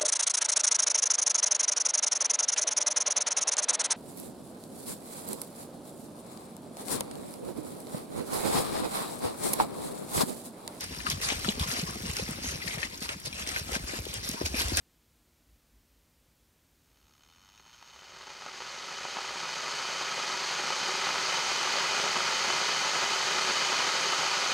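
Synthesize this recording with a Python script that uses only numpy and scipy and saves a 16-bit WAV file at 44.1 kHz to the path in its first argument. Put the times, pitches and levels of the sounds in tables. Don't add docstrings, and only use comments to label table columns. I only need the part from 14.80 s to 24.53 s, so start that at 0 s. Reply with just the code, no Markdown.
import sys
import numpy as np
from scipy import signal
from scipy.fft import rfft, irfft, next_fast_len
from scipy.io import wavfile

SR = 44100
rng = np.random.default_rng(int(sys.argv[2]) if len(sys.argv) > 2 else 0)


def file_out(sig):
    cols = np.atleast_2d(sig).T
    lim = np.clip(cols, -1, 1)
    pcm = np.round(lim * 32767).astype(np.int16)
    wavfile.write(sys.argv[1], SR, pcm)


N = 429093


# (time [s], level [dB])
SIMMER_BUILD = [(2.8, -60), (2.87, -60.5), (3.87, -44), (4.9, -37), (6.75, -32), (9.0, -30.5), (9.65, -31)]
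# (frequency [Hz], level [dB])
FIZZ_TONE = [(100, -15.5), (400, -9), (800, -5), (1500, -3), (2500, -1), (5000, -0.5), (15000, -2)]

def fizz(full_db=-30, full_per_s=9000, crowding=.65, gain_db=0.94, flutter_db=0.2):
    level_db = automation(SIMMER_BUILD)
    clicks = collapses(full_per_s * from_db(crowding * (level_db - full_db)), spread_db=2)
    envelope = from_db(level_db + gain_db + flutter_db * narrow_noise(0, 25)) * fade_in(2.7, 0.61)
    return play(clicks * envelope, jug_ring(FIZZ_TONE))


# (frequency [Hz], level [dB])
SEETHE_TONE = [(60, -3), (120, 4), (400, 1.5), (800, 1), (1500, 0), (2500, -4), (5000, -12.5), (15000, -21)]

def seethe(full_db=-30, full_per_s=1100, crowding=.6, gain_db=-4, follow=0.96, clump_db=2.5, clump_hz=60):
    vigour_db = automation(SIMMER_BUILD) - full_db
    clicks = collapses(full_per_s * from_db(crowding * vigour_db), spread_db=2.5)
    clumps = np.clip(narrow_noise(0, clump_hz), -2, 2)
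    envelope = from_db(full_db + gain_db + follow * vigour_db + clump_db * clumps) * fade_in(2.85, 0.48)
    return play(clicks * envelope, jug_ring(SEETHE_TONE))


# (frequency [Hz], level [dB])
TICK_TONE = [(200, -20), (600, -9), (800, 1), (1400, 0.5), (2050, -3), (2600, 1.5), (5200, -5.5),
             (7200, -2), (12000, 2)]
# (frequency [Hz], width [Hz], boost [dB])
PLATE_MODES = [(1240, 200, -0.5), (3060, 120, 5), (3660, 200, 9), (4280, 170, 8), (5470, 250, 13),
               (5850, 200, -6), (6410, 450, 12.5)]

def first_spot(start_s=1.95, attack_s=1.18, level_db=-58, decay_db_per_s=15,
               start_per_s=72, speedup_per_s2=88, jitter=.03, shatter_s=0.0024, sizzle_share=0.44):
    per_s = start_per_s + speedup_per_s2 * seconds_after(2.4)
    cycles = np.cumsum(per_s * (1 + jitter * narrow_noise(0, 30))) / SR
    ticks = np.diff(np.floor(cycles), prepend=0) * np.sqrt(SR / per_s)
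    ticks *= from_db(1.5 * rng.standard_normal(N))
    neighbours = from_db(-6) * fade_in(2.64, 0.32) * collapses(per_s=200, spread_db=8)
    clicks = ticks + neighbours
    decay = np.exp(-1 / (shatter_s * SR))
    power = signal.lfilter([1 - decay], [1, -decay], clicks ** 2 + 1e-18)
    sizzle = np.sqrt(sizzle_share * power) * rng.standard_normal(N)
    bubbles = np.sqrt(1 - sizzle_share) * clicks + sizzle
    fall_db = decay_db_per_s * seconds_after(start_s + attack_s)
    envelope = fade_in(start_s, attack_s) * from_db(level_db - fall_db)
    return play(bubbles * envelope, jug_ring(TICK_TONE, PLATE_MODES))


# (time [s], peak before fading [dB])
KNOCK_CUES = [(2.796, -47.5), (2.862, -49), (3.024, -39.5), (3.159, -41), (3.411, -37), (3.468, -34.5),
              (3.5, -35), (3.618, -35), (3.661, -28.5), (3.802, -27.5), (3.818, -28), (4.367, -23),
              (4.384, -22.5), (5.902, -18), (6.287, -19), (7.643, -18), (7.7, -16)]
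# (frequency [Hz], level [dB])
KNOCK_TONE = [(100, 4), (250, 2), (550, -2.5), (900, 3), (1600, -5.5), (3000, -5), (8000, -23)]

def knocks(lesser_count=45, thud_fade_db=-1.5, crack_fade_db=-16,
           pulses=3, rebound_s=.0022, rebound_db=-6):
    when, softness = rng.random((lesser_count, 2)).T
    times = 2.9 + when * (N / SR - 2.9)
    peaks_db = np.interp(times, *np.transpose(SIMMER_BUILD)) + 10.5 - 4.5 * softness
    clicks = np.zeros(N)
    for start_s, peak_db in [*zip(times, peaks_db), *KNOCK_CUES]:
        gaps_s = rebound_s * rng.uniform(0.48, 1.487, pulses)
        at = ((start_s + np.cumsum(gaps_s) - gaps_s[0]) * SR).astype(int)
        clicks[np.minimum(at, N - 1)] += from_db(peak_db + rebound_db * np.arange(pulses))
    build = fade_in(2.74, 1.2)
    thud, crack = jug_ring(KNOCK_TONE), jug_ring(TICK_TONE, PLATE_MODES)
    thuds = play(clicks * from_db(thud_fade_db * build), thud / np.abs(thud).max())
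    cracks = play(clicks * from_db(crack_fade_db * build), crack / np.abs(crack).max())
    return thuds + cracks


# (frequency [Hz], level [dB])
JUG_TONE = [(40, -43), (70, -21), (110, -14), (160, -5.5), (300, -8), (800, -9.5), (1300, -8), (1800, 0),
            (3500, -1.7), (6700, -4), (7100, -9), (8500, -13), (10000, -22.5), (15500, -35.5)]
# (frequency [Hz], width [Hz], boost [dB])
JUG_RESONANCES = [(374, 50, 12), (413, 29, 5), (514, 93, 7), (577, 110, 7), (663, 44, 5), (774, 131, 8),
                  (874, 141, 8), (973, 148, 8), (1116, 161, 7), (1224, 95, 6), (1300, 135, 11.5),
                  (1456, 84, 9), (1645, 90, 4), (2050, 158, 5), (2468, 89, 7), (3022, 95, 8.5),
                  (3141, 73, 3), (3855, 106, 4), (4324, 350, 3), (4490, 355, 5), (4867, 169, 3),
                  (5028, 90, 5), (6108, 300, 4.5), (6590, 230, 5), (8910, 51, 3), (11602, 271, 4),
                  (12977, 199, 5)]
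# (round trip [s], feedback [ratio])
INNER_ECHOES = [(.00017, 0.59), (.00041, 0.59), (.00073, .5), (.00113, 0.31)]

def jug_ring(tone, extra_modes=()):
    ring = signal.fftconvolve(eq_impulse(tone), eq_impulse(JUG_TONE))
    for hz, width_hz, boost_db in [*JUG_RESONANCES, *extra_modes]:
        boost = from_db(boost_db / 2)
        damping = np.pi * width_hz / SR
        tuning = -2 * np.cos(2 * np.pi * hz / SR)
        ring = signal.lfilter([1 + damping * boost, tuning, 1 - damping * boost],
                              [1 + damping / boost, tuning, 1 - damping / boost], ring)
    for trip_s, feedback in INNER_ECHOES:
        loop = np.r_[1, np.zeros(int(trip_s * SR)), feedback]
        ring = signal.lfilter(loop[::-1], loop, ring)
    return ring / np.linalg.norm(ring)


def reflections(sound, t60_s=0.61, wet_db=-15, predelay_s=0.0059):
    t = np.arange(SR // 2) / SR
    tail = rng.standard_normal(len(t)) * from_db(-60 * t / t60_s) * (t > predelay_s)
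    return from_db(wet_db) * play(sound, tail / np.linalg.norm(tail))


# (frequency [Hz], relative level [dB])
AIR_TONE = [(36, -30), (62, -3.5), (124, -11.5), (197, -17.5), (232, -11), (260, -13.5), (432, -20),
            (463, -19.5), (752, -24), (1170, -25.5), (6610, -28.5), (13800, -32.5), (15500, -32.5)]
# (frequency [Hz], width [Hz], level [dB])
ROOM_HUMS = [(100.5, 3, -88), (164, 8, -82), (11994, 250, -88), (13690, 220, -84)]

def room_tone(air_db=-68, rumble_db=-75.5, swell_db=7, swell_at_s=0.83, swell_width_s=.4):
    air = from_db(air_db) * unit_power(play(rng.standard_normal(N), eq_impulse(AIR_TONE)))
    swell = np.exp(-((np.arange(N) / SR - swell_at_s) / swell_width_s) ** 2)
    rumble = from_db(rumble_db + swell_db * swell) * narrow_noise(hz=51, width_hz=8)
    hums = sum(from_db(db) * narrow_noise(hz, width_hz) for hz, width_hz, db in ROOM_HUMS)
    return air + rumble + hums


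def collapses(per_s, spread_db):
    chance = np.clip(per_s / SR, 1e-6, 1)
    sizes = unit_power(from_db(spread_db * np.clip(rng.standard_normal(N), -2, 2)))
    polarity = rng.choice([-1, 1], N)
    return (rng.random(N) < chance) * sizes * polarity / np.sqrt(chance)


def narrow_noise(hz, width_hz):
    size = next_fast_len(N)
    f = np.arange(size // 2 + 1) * SR / size
    spectrum = rfft(rng.standard_normal(size)) / (1 + ((f - hz) / width_hz) ** 2)
    return unit_power(irfft(spectrum, size)[:N])


def eq_impulse(curve, size=4096):
    hz, db = np.transpose(curve)
    f = np.maximum(np.arange(size // 2 + 1) * SR / size, 1)
    gain = from_db(np.interp(np.log(f), np.log(hz), db))
    cepstrum = irfft(np.log(gain))
    cepstrum[1:size // 2] *= 2
    cepstrum[size // 2 + 1:] = 0
    return irfft(np.exp(rfft(cepstrum)))


def play(excitation, ring):
    return signal.oaconvolve(excitation, ring)[:N]


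def automation(points):
    return np.interp(np.arange(N) / SR, *np.transpose(points))


def fade_in(start_s, length_s):
    return np.minimum(seconds_after(start_s) / length_s, 1)


def seconds_after(start_s):
    return np.maximum(np.arange(N) / SR - start_s, 0)


def from_db(db):
    return 10 ** (np.asarray(db) / 20)


def unit_power(x):
    return x / np.sqrt(np.mean(x ** 2) + 1e-20)


def scene():
    kettle = first_spot() + fizz() + seethe() + knocks()
    return np.tile(kettle + reflections(kettle) + room_tone(), (2, 1))


def record(dry, cutoff_hz=15720):
    return signal.sosfilt(signal.ellip(14, .1, 80, cutoff_hz, fs=SR, output="sos"), dry)


dry = scene()
out = record(dry)
file_out(out)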